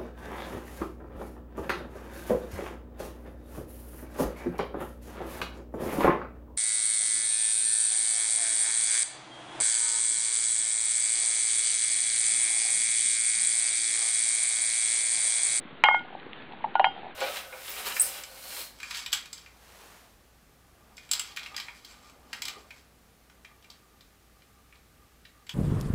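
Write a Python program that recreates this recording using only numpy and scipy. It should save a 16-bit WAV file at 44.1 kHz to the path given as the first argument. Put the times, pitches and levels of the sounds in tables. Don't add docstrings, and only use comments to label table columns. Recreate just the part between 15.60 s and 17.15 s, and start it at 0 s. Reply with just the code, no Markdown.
import sys
import numpy as np
from scipy import signal
from scipy.io import wavfile
from scipy.ndimage import uniform_filter1d

SR = 44100
rng = np.random.default_rng(int(sys.argv[2]) if len(sys.argv) > 2 else 0)


def volts_from_db(level):
    exponent = np.asarray(level, float) / 20
    return 10 ** exponent


def generate_wav(signal):
    frames = np.transpose(np.atleast_2d(signal))
    scaled = np.clip(frames, -1, 1) * 32767
    pcm = np.round(scaled).astype(np.int16)
    wavfile.write(sys.argv[1], SR, pcm)


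N = 68355

# start [s], thud level [dB], thud pitch [Hz], crack
# level [dB], wall ring relative to thud [dB].
POT_BLOWS = [(.238, -6, 940.4, -17, -9), (0.238, -6, 2264, -43.5, -55.5), (.238, -22.5, 478, -61, -39.5),
             (.2445, -26, 845, -70, 11), (.257, -16.5, 1056, -30, -2.5), (.26, -27.5, 874, -69.5, 5.5),
             (.2855, -9, 1186, -29.5, -30), (.2855, -14, 1893, -38, -64), (.2872, -9, 867, -60, -10),
             (.2865, -25.5, 590, -67.5, -40), (.311, -16.5, 923, -69.5, -8.5),
             (.3445, -11.5, 855, -43, -12.5), (.3445, -29, 1767, -38, -65), (1.0395, -55, 854, -70, 5),
             (1.0425, -16.5, 857, -49, -16), (1.047, -22.5, 870, -47, -7.5), (1.1537, -8.5, 865, -32, -14),
             (1.1953, -8.5, 857, -28, -21.5), (1.2002, -9.5, 751, -70, -10.5),
             (1.205, -20.5, 680, -61, -3.5), (1.212, -18.5, 890, -69, -9.5), (1.2525, -25, 813, -42.5, 4),
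             (1.267, -15.5, 840, -47, -21),
             (1.2436, -6.5, 860, -22, -15),
    (1.243, -10.5, 2150, -50, -60),
]
# start [s], level [dB], pitch [Hz].
RATTLE_TAPS = [(0.407, -35.5, 900), (0.45, -42, 760), (0.504, -36, 806), (0.527, -38.5, 775),
               (0.55, -28, 782), (0.908, -36, 820), (0.919, -37, 820), (0.934, -32.5, 814),
               (1.006, -39, 910), (1.057, -32.5, 770), (1.079, -47, 824), (1.337, -40, 740),
               (1.363, -35, 704), (1.377, -34, 800), (1.39, -35.5, 770), (1.417, -38, 754),
               (1.431, -34, 780), (1.443, -31.5, 735), (1.45, -34.5, 780), (1.456, -32.5, 886),
               (1.466, -30.5, 745), (1.477, -45, 690), (1.484, -41, 960), (1.497, -42, 790)]
# frequency [Hz], 60 dB decay time [s].
POT_WALL_MODES = [(727, 0.023), (759, 0.18), (797, 0.19), (848, .12), (926, 0.13), (1071, 0.093),
                  (1180, .05)]
# frequency [Hz], level [dB], 60 dB decay time [s].
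CRACK_MODES = [(1317, 6.5, 0.014), (1700, -2.5, 0.043), (1886, 8, 0.017), (2222, 5.5, 0.013),
               (2442, -5, .04), (2684, -4.5, 0.037), (2965, -7, 0.086), (3161.5, -3.5, .03),
               (3745, -7, 0.021), (4012, -14.5, 0.043), (4299, -10, 0.013), (4970, -41.5, 0.026)]
# frequency [Hz], 60 dB decay time when free [s], the same when seated [s],
# offset of the twin mode [Hz], twin level [dB].
PAN_MODES = [(1442, 9, 0.23, -7, -10.5), (2146.4, 5.6, 0.13, -3, -39), (2861, 0.17, 0.28, 2.5, -26.5),
             (3179.5, 0.49, 0.25, 7.5, -15.5), (4813, 0.59, .3, 6, -12.5)]
# start [s], then levels of the four lowest pan modes [dB].
PAN_STRIKES = [
    (.239, -29, -21.5, -26, -26.5),
    (1.154, -29.5, -52, -50.5, -57.5),
    (1.198, -55.5, -53, -39, -48),
    (1.246, -32, -30, -37.5, -29),
]
# start [s], level [dB], pitch [Hz].
WOOD_TICKS = [(0.051, -36.5, 240), (0.127, -37, 195), (0.941, -53, 145), (1.071, -44, 3300),
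              (1.04, -29, 1700), (.394, -31, 2990), (0.599, -36, 3160), (.63, -37.5, 1800),
              (0.664, -33.5, 380), (.692, -53, 4000), (0.732, -27.5, 2810), (.823, -35.5, 3370),
              (0.923, -33, 3330), (1.143, -38, 2995), (1.398, -58, 3300), (1.489, -41.5, 354)]
# frequency [Hz], level [dB].
ROAR_SPECTRUM = [(25, -12.5), (100, -20), (135, -4), (280, 0.5), (500, -4.5), (1800, -9), (3700, -14.5),
                 (4400, -27), (5200, -55)]
# time [s], level [dB].
FIRE_SWELL = [(0, -1.5), (.5, -1.5), (.8, 0.5), (1.1, -1.5), (1.45, 1), (1.55, -2)]


def read(points, x):
    f, value = np.transpose(points)
    return np.interp(np.log(x + 1), np.log(f + 1), value)


def evened(x):
    return x / np.sqrt(np.mean(x ** 2) + 1e-20)


def add(mix, start_s, sound):
    part = mix[round(start_s * SR):][:len(sound)]
    part += sound[:len(part)]


def mode(t, hz, t60, phase=0, rise=0.00061):
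    return (1 - np.exp(-t / rise)) * volts_from_db(-60 * t / t60) * np.sin(2 * np.pi * (hz * t + phase))


def knock(hz, ring_db, swell_s, phases):
    spread_hz, wall_lag_s = 70.6, 0.00078
    t = np.arange(9000) / SR
    near = np.array([np.exp(-.5 * ((f - hz) / spread_hz) ** 2) for f, _ in POT_WALL_MODES])
    shares = near / np.linalg.norm(near)
    ring = 0
    for share, (f, t60), phase in zip(shares, POT_WALL_MODES, phases):
        ring = ring + share * mode(t, f, t60, phase, wall_lag_s)
    u = t / swell_s / 2 * (hz / 900) ** 0.5
    thud = (u * np.exp(1 - u)) ** 2 * np.sin(2 * np.pi * hz * t)
    return thud + volts_from_db(ring_db) * ring


def crack(phases, losses):
    t = np.arange(4000) / SR
    out = np.zeros(len(t))
    for (hz, db, t60), phase, loss in zip(CRACK_MODES, phases, losses):
        out += volts_from_db(db - 3.8 * loss + 13) * mode(t, hz, t60, phase, 0.00071)
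    return out


def pot():
    out = np.zeros(N)
    blows = POT_BLOWS
    for (s, db, hz, crack_db, ring_db), draw in zip(blows, rng.random((len(blows), 31))):
        add(out, s, volts_from_db(db) * knock(hz, ring_db, 0.00091, draw))
        add(out, s, volts_from_db(crack_db - 10.5) * crack(draw[7:], draw[19:]))
    for (s, db, hz), phases in zip(RATTLE_TAPS, rng.random((len(RATTLE_TAPS), 7))):
        add(out, s, volts_from_db(db) * knock(hz, -10.5, 0.001, phases))
    return signal.sosfilt(signal.butter(2, 503, "high", fs=SR, output="sos"), out)


def pan():
    seated_s, seating_s, top_mode_db = 0.36, 0.016, -31
    out, t = np.zeros(N), np.arange(SR // 2) / SR
    for s, *levels in PAN_STRIKES:
        seated = 1 / (1 + np.exp(-np.clip((t + s - seated_s) / (seating_s / 4), -50, 50)))
        levels = levels + [levels[3] + top_mode_db]
        for (hz, free_t60, seated_t60, twin_hz, twin_db), db in zip(PAN_MODES, levels):
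            decay_rate = (1 - seated) / free_t60 + seated / seated_t60
            fade = volts_from_db(db + 1.5 - 60 * np.cumsum(decay_rate) / SR)
            main = np.sin(2 * np.pi * hz * t)
            twin = volts_from_db(twin_db) * np.sin(2 * np.pi * (hz + twin_hz) * t)
            add(out, s, np.minimum(t / 0.0026, 1) * fade * (main + twin))
    return out


def wood_ticks():
    out, t = np.zeros(N), np.arange(2000) / SR
    for (s, db, hz), phases in zip(WOOD_TICKS, rng.random((len(WOOD_TICKS), 3))):
        for share, phase in zip((.75, 1, 1.25), phases):
            add(out, s, volts_from_db(db) * mode(t, hz * share, 0.0035 + 12 / hz, phase, 1.2 / hz))
    return signal.sosfiltfilt(signal.butter(4, 4000, fs=SR, output="sos"), out)


def crackle():
    t = np.arange(400) / SR
    sizes = volts_from_db(-66.5 + 5.8 * rng.exponential(1, N))
    snaps = sizes * (rng.random(N) < 60 / SR)
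    return signal.oaconvolve(snaps, mode(t, 3300, .004) + mode(t, 1500, .005))[:N]


def whistle():
    centre_s, span_s = .84, .14
    t = np.arange(N) / SR
    noise = rng.standard_normal((2, N))
    waver = evened(uniform_filter1d(uniform_filter1d(noise, size=600), size=600))
    tone = np.sin(2 * np.pi * np.cumsum(1720 + 25 * waver[1]) / SR)
    swell = np.exp(-.5 * ((t - centre_s) / span_s) ** 2)
    return volts_from_db(-58) * (1 + 0.36 * waver[0]) * tone * swell


def roar():
    frames, hz = N // 128 + 6, np.fft.rfftfreq(512, 1 / SR)
    real, imaginary, patches = rng.standard_normal((frames, 257, 3)).T
    patches = uniform_filter1d(patches, size=6, axis=0)
    patches = evened(uniform_filter1d(patches, size=12, axis=1))
    flutter = evened(uniform_filter1d(rng.standard_normal(frames), size=3))
    level_db = read(ROAR_SPECTRUM, hz)[:, None] + 1.5 * patches + 0.79 * flutter
    spectra = (real + 1j * imaginary) * volts_from_db(level_db)
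    noise = evened(signal.istft(spectra, nperseg=512, noverlap=384)[1][:N])
    swell_db = np.interp(np.arange(N) / SR, *np.transpose(FIRE_SWELL))
    return noise * volts_from_db(-46.5 + swell_db)


def scene():
    fire = wood_ticks() + crackle() + whistle() + roar()
    return (pot() + pan() + fire)[None]


def low_pass(x):
    return signal.sosfilt(signal.butter(12, 16800, fs=SR, output="sos"), x)


def record(dry):
    edge_hz, offset, clip = 5150, -.0027, .685
    treble_loss = signal.firwin(255, edge_hz, window=("kaiser", 8), fs=SR)
    dull = signal.oaconvolve(dry, treble_loss[None], "same")
    mix = np.clip(dull + offset, -clip, clip)
    return low_pass(mix)


dry = scene()
out = record(dry)
generate_wav(out)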